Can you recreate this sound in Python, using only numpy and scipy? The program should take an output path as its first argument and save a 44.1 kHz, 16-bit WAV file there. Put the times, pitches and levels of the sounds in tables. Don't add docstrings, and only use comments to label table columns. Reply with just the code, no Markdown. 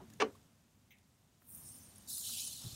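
import sys
import numpy as np
from scipy import signal
from scipy.fft import rfft, irfft
from scipy.io import wavfile
from scipy.ndimage import uniform_filter1d

SR = 44100
rng = np.random.default_rng(int(sys.argv[2]) if len(sys.argv) > 2 else 0)


def inscribe(sig):
    pcm = np.round(np.clip(np.atleast_2d(sig).T, -1, 1) * 32767)
    wavfile.write(sys.argv[1], SR, pcm.astype(np.int16))


N = 121275
TIME = np.arange(N) / SR


def amp(db):
    return 10 ** (np.asarray(db) / 20)

def unit_level(x):
    return x / np.sqrt(np.mean(x ** 2) + 1e-20)

def curve(points, t=TIME):
    return np.interp(t, *np.transpose(points))

def at_pitch(points, hz):
    pitches, values = np.transpose(points)
    return np.interp(np.log(hz + 1), np.log(pitches + 1), values)

def add(mix, start_s, sound):
    part = mix[max(round(start_s * SR), 0):][:len(sound)]
    part += sound[:len(part)]

def colour(x, tone):
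    gain = amp(at_pitch(tone, np.fft.rfftfreq(len(x), 1 / SR)))
    return unit_level(irfft(rfft(x) * gain, len(x)))

def ringing_noise(tone, ring_times, hold_s=0):
    hz, t, bands = signal.stft(colour(rng.standard_normal(SR // 2), tone), SR, nperseg=128)
    fade_db = -60 * np.maximum(t - hold_s, 0) / at_pitch(ring_times, hz)[:, None]
    return signal.istft(bands * amp(fade_db), SR, nperseg=128)[1]


# (pitch [Hz], level [dB])
RUMBLE_TONE = [(30, -37.5), (55, -8), (95, 0), (170, -5), (230, -3), (310, -11.5), (450, -24), (900, -48)]
AIR_TONE = [(150, 0), (400, 0), (700, 2), (1300, -2.5), (2200, -5.5), (3800, -7.5), (6000, -37.5),
            (15000, -37.5)]
# (time [s], level [dB])
RUMBLE_LEVEL = [(0, -58.5), (.3, -63.5), (.6, -70), (1.0, -71.5), (1.44, -72), (1.54, -63), (2.1, -64),
                (2.75, -63.5)]
AIR_LEVEL = [(0, -70), (.2, -71), (.36, -72), (.55, -77), (.9, -78.5), (1.44, -78), (1.58, -70.5),
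             (2.75, -70.5)]

def room():
    rumble = amp(curve(RUMBLE_LEVEL)) * colour(rng.standard_normal(N), RUMBLE_TONE)
    air = amp(curve(AIR_LEVEL)) * colour(rng.standard_normal(N), AIR_TONE)
    return rumble + air


def bubbles(per_s=12000, ring_cycles=3.5, spread_db=-2.5, pitches=30):
    sizes = amp(spread_db * np.minimum(rng.exponential(1, N), 5))
    bursts = sizes * rng.choice([-1, 1], N) * (rng.random(N) < per_s / SR)
    pitch_index = rng.integers(0, pitches, N)
    out, t = np.zeros(N), TIME[:SR // 50]
    for k, hz in enumerate(np.linspace(1500, 16500, pitches) + rng.uniform(-60, 60, pitches)):
        ring = np.sin(2 * np.pi * hz * t) * np.exp(-t * hz / ring_cycles)
        out += signal.oaconvolve(bursts * (pitch_index == k), unit_level(ring))[:N]
    return unit_level(out)


# (time [s], level [dB])
OLD_FOAM_LEVEL = [(0, -74), (.2, -71), (.35, -72), (.52, -77), (.85, -78.5), (1.4, -78), (2.75, -55.5)]
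# (pitch [Hz], level [dB])
OLD_FOAM_TONE = [(1470, -27.5), (2500, -4.5), (3780, 1.5), (6590, 4), (9510, 1.5), (10500, -3.5),
                 (11600, 0), (15500, -5.5)]

def old_foam():
    return amp(curve(OLD_FOAM_LEVEL)) * colour(bubbles(), OLD_FOAM_TONE)


# (time [s], level [dB], top of the strongest pitches [Hz], ring time [s])
BUMPS = [(.0, -57, 830, 0.21), (1.419, -60.5, 1590, 0.022), (2.291, -61.5, 1490, 0.088),
         (2.613, -66, 1310, 0.85), (2.636, -39.5, 130, 0.24), (2.718, -45, 111, 0.24)]

def bumps():
    out, t = np.zeros(N), TIME[:SR // 3]
    rise_cycles = 2.54
    for start_s, db, top_hz, ring_s in BUMPS:
        tone = [(25, -26), (top_hz * 0.6, 0), (top_hz, 0), (top_hz * 2, -17), (top_hz * 8, -48)]
        thud = colour(rng.standard_normal(len(t)), tone)
        swell = np.sin(np.pi / 2 * np.minimum(t * top_hz / rise_cycles, 1)) ** 2
        add(out, start_s, thud * amp(db - 60 * t / ring_s) * swell)
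    return out


# (pitch before gripping [Hz], relative level [dB], ring time [s])
BOTTLE_NOTES = [(226.9, -13.5, 0.3), (296.7, -5, 0.18), (383.3, -9, 0.15), (443.3, 6.5, 0.12),
                (497, -5, 0.11), (601, -13.5, 0.18), (778, 2.5, 0.062), (957, -1.5, 0.054),
                (1156, 8.5, 0.059), (1770, -13, 0.067), (2308, -2.5, 0.059)]
# (time [s], strength [dB], contact time [s], pitch factor [ratio])
KNOCKS = [(.015, -36, 0.0036, .85), (0.2007, -44.5, 0.0004, 0.96), (0.2185, -29, 0.000094, 0.99),
          (0.2362, -29, 0.0018, 0.96), (.264, -34, 0.0028, 0.91)]

def bottle_knocks():
    out, t = np.zeros(N), TIME[:SR // 3]
    rise_s, damp_from_s, damped_ring_s = 0.0055, 0.304, 0.092
    for start_s, db, contact_s, pitch_factor in KNOCKS:
        ring = np.zeros(len(t))
        for hz, note_db, ring_s in BOTTLE_NOTES:
            note = amp(note_db - 60 * t / ring_s) * np.sin(2 * np.pi * hz * pitch_factor * t)
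            ring += note / (1 + (2 * hz * contact_s) ** 2)
        add(out, start_s, amp(db) * ring * np.minimum(t / rise_s, 1))
    damping = amp(-60 * np.maximum(TIME - damp_from_s, 0) / damped_ring_s)
    bass_cut = signal.butter(4, 188, "high", fs=SR, output="sos")
    return signal.sosfilt(bass_cut, out * damping)


# (time [s], level [dB])
TICKS = [(.101, -57.5), (.136, -57.5), (0.985, -68)]

def ticks(ring_s=0.024):
    out, t = np.zeros(N), TIME[:SR // 10]
    for start_s, db in TICKS:
        snap = colour(rng.standard_normal(len(t)), [(7000, -3), (15000, -6)])
        add(out, start_s, snap * amp(db - 60 * t / ring_s))
    return out


# (time [s], level [dB], pitch [Hz])
POPS = [(.124, -59.5, 1700), (0.134, -52, 6860), (.351, -58, 1112), (1.547, -41, 12550), (1.688, -45, 7750),
        (1.957, -48, 8600), (1.981, -44.5, 10970), (2.18, -33, 14200), (2.24, -47, 3070),
        (2.476, -36, 8800), (2.725, -58, 6890)]

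def pops(snap_db=-3, rise_s=0.0022):
    out, t = np.zeros(N), TIME[:SR // 10]
    for start_s, db, hz in POPS:
        ring_s = 0.045 * (1000 / hz) ** 0.37
        tone = [(hz / 2, -24), (hz * .87, -20), (hz * .95, 0), (hz * 1.05, 0), (hz * 1.13, -22)]
        snap = colour(rng.standard_normal(len(t)), tone)
        pop = np.sin(2 * np.pi * hz * t) + amp(snap_db) * snap
        add(out, start_s, pop * amp(db - 60 * t / ring_s) * np.minimum(t / rise_s, 1))
    return out


# (pitch [Hz], level [dB])
SCRAPE_TONE = [(100, -45.5), (220, -2.5), (430, 4.5), (650, -1), (1100, 1.5), (3200, -2.5), (4800, -10.5),
               (6000, -9.5), (7300, -21.5), (9200, -25), (10700, -42.5), (15000, -51)]
# (pitch [Hz], ring time [s])
SCRAPE_RING = [(250, 0.29), (1000, 0.19), (2500, 0.12), (9000, 0.083)]

def bottle_scrape(start_s=.1995, length_s=.027, rise_s=.003, grips_per_s=9000, db=-32.5, ring_db=-8.5):
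    t = TIME[:SR // 4]
    strengths = rng.standard_normal(len(t)).clip(-1, 1)
    gripping = (rng.random(len(t)) < grips_per_s / SR) & (t < length_s)
    grips = np.zeros(N)
    add(grips, start_s, strengths * gripping * np.minimum(t / rise_s, 1))
    rub = colour(grips, SCRAPE_TONE) * np.sqrt(length_s * SR / N)
    tail = ringing_noise([(100, 0.0047), (10000, 0.0092)], SCRAPE_RING)
    ring = signal.fftconvolve(rub, tail / np.linalg.norm(tail))[:N]
    return amp(db) * (rub + amp(ring_db) * ring)


# (pitch [Hz], level [dB])
CLICK_TONE = [(1400, -32), (2100, 3), (2900, -2.5), (3900, -6), (4500, -41), (6300, -5.5), (7300, -37),
              (11000, -25), (12500, -13), (15500, -7.5)]
# (pitch [Hz], ring time [s])
CLICK_RING = [(2200, 0.32), (3200, 0.09), (14000, 0.043)]

def bottle_click(start_s=.906, db=-61, creak_s=0.018):
    out = np.zeros(N)
    add(out, start_s, amp(db) * ringing_noise(CLICK_TONE, CLICK_RING, hold_s=creak_s))
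    return out


def flicker(shape, bands, steps):
    across_pitch = uniform_filter1d(rng.standard_normal(shape), bands, axis=0)
    return unit_level(uniform_filter1d(across_pitch, steps, axis=1))

def fizz(level, tone, lowest, brightness, steepness, cluster_db):
    dry_bursts = bubbles()
    ringing_bursts = amp(-2.5) * bubbles(per_s=1300, ring_cycles=53, pitches=120)
    hiss = colour(dry_bursts + ringing_bursts, tone)
    hz, t, bands = signal.stft(hiss, SR, nperseg=256, noverlap=192)
    hz = hz[:, None] + 1
    clusters = cluster_db * flicker(bands.shape, bands=2, steps=22)
    sputter = 0.5 * flicker(bands.shape, bands=18, steps=6)
    tilt = amp(curve(brightness, t) * np.log2(hz / 8000))
    low_cut = 1 / np.sqrt(1 + (curve(lowest, t) / hz) ** steepness)
    bands = bands * tilt * low_cut * amp(clusters + sputter)
    return amp(curve(level)) * signal.istft(bands, SR, nperseg=256, noverlap=192)[1][:N]


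# (time [s], gain [dB])
TOP_LEVEL = [(1.37, -92), (1.42, -73), (1.458, -68), (1.482, -60), (1.555, -53.5), (1.62, -56), (1.68, -54),
             (1.81, -57), (1.89, -63), (2.05, -65.5)]
# (pitch [Hz], level [dB])
TOP_TONE = [(3000, -15), (4800, -15.5), (5400, -8), (7900, -11), (8600, 2.5), (9300, 2.5), (10500, -7.5),
            (11700, -1.5), (14000, -7), (15500, -4.5)]
# (time [s], pitch [Hz])
TOP_LOWEST = [(1.45, 13000), (1.485, 8400), (1.56, 5660), (1.67, 4800), (2.05, 5050)]
# (time [s], treble lift [dB per octave])
TOP_BRIGHTNESS = [(1.5, 5), (1.68, -4), (1.75, -3.5), (1.9, -7.5)]

def battery_top_fizz():
    return fizz(TOP_LEVEL, TOP_TONE, TOP_LOWEST, TOP_BRIGHTNESS, steepness=6.3, cluster_db=3.0)


# (time [s], gain [dB])
FOAM_LEVEL = [(2.06, -100), (2.078, -50.5), (2.1, -42), (2.15, -43), (2.24, -44), (2.29, -42),
              (2.40, -41.5), (2.5, -47), (2.6, -53), (2.75, -56.5)]
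# (pitch [Hz], level [dB])
FOAM_TONE = [(3000, -1), (3350, -6.5), (3950, 1.5), (4800, -4.5), (5250, -2), (5700, -4), (6500, -1.5),
             (9010, -3), (9580, 1), (10400, -4.5), (14000, -9.5)]
# (time [s], pitch [Hz])
FOAM_LOWEST = [(2.07, 3740), (2.2, 3570), (2.26, 2890), (2.39, 2780), (2.55, 3180), (2.75, 3350)]
# (time [s], treble lift [dB per octave])
FOAM_BRIGHTNESS = [(2.07, -1), (2.12, 3.5), (2.3, 1), (2.43, -1.6), (2.75, -5.5)]

def terminal_foam():
    return fizz(FOAM_LEVEL, FOAM_TONE, FOAM_LOWEST, FOAM_BRIGHTNESS, steepness=23.7, cluster_db=2.5)


# (time [s], level added to FOAM_LEVEL [dB])
CRACKLE_LEVEL = [(2.35, -13.5), (2.62, -5.5)]
# (pitch [Hz], level [dB])
CRACKLE_TONE = [(3000, -28), (7000, -4), (15000, -6)]

def crackle():
    bursts = bubbles(per_s=280, ring_cycles=53, spread_db=1.5, pitches=40)
    return amp(curve(FOAM_LEVEL) + curve(CRACKLE_LEVEL)) * colour(bursts, CRACKLE_TONE)


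def scene():
    mix = room() + old_foam() + bumps() + bottle_knocks() + ticks() + pops()
    mix += bottle_scrape() + bottle_click() + battery_top_fizz() + terminal_foam() + crackle()
    return mix[None]

def record(dry, top_hz=15800):
    treble_cut = signal.firwin(511, top_hz, window=("kaiser", 9), fs=SR)
    return signal.oaconvolve(dry, treble_cut[None], "same")


dry = scene()
out = record(dry)
inscribe(out)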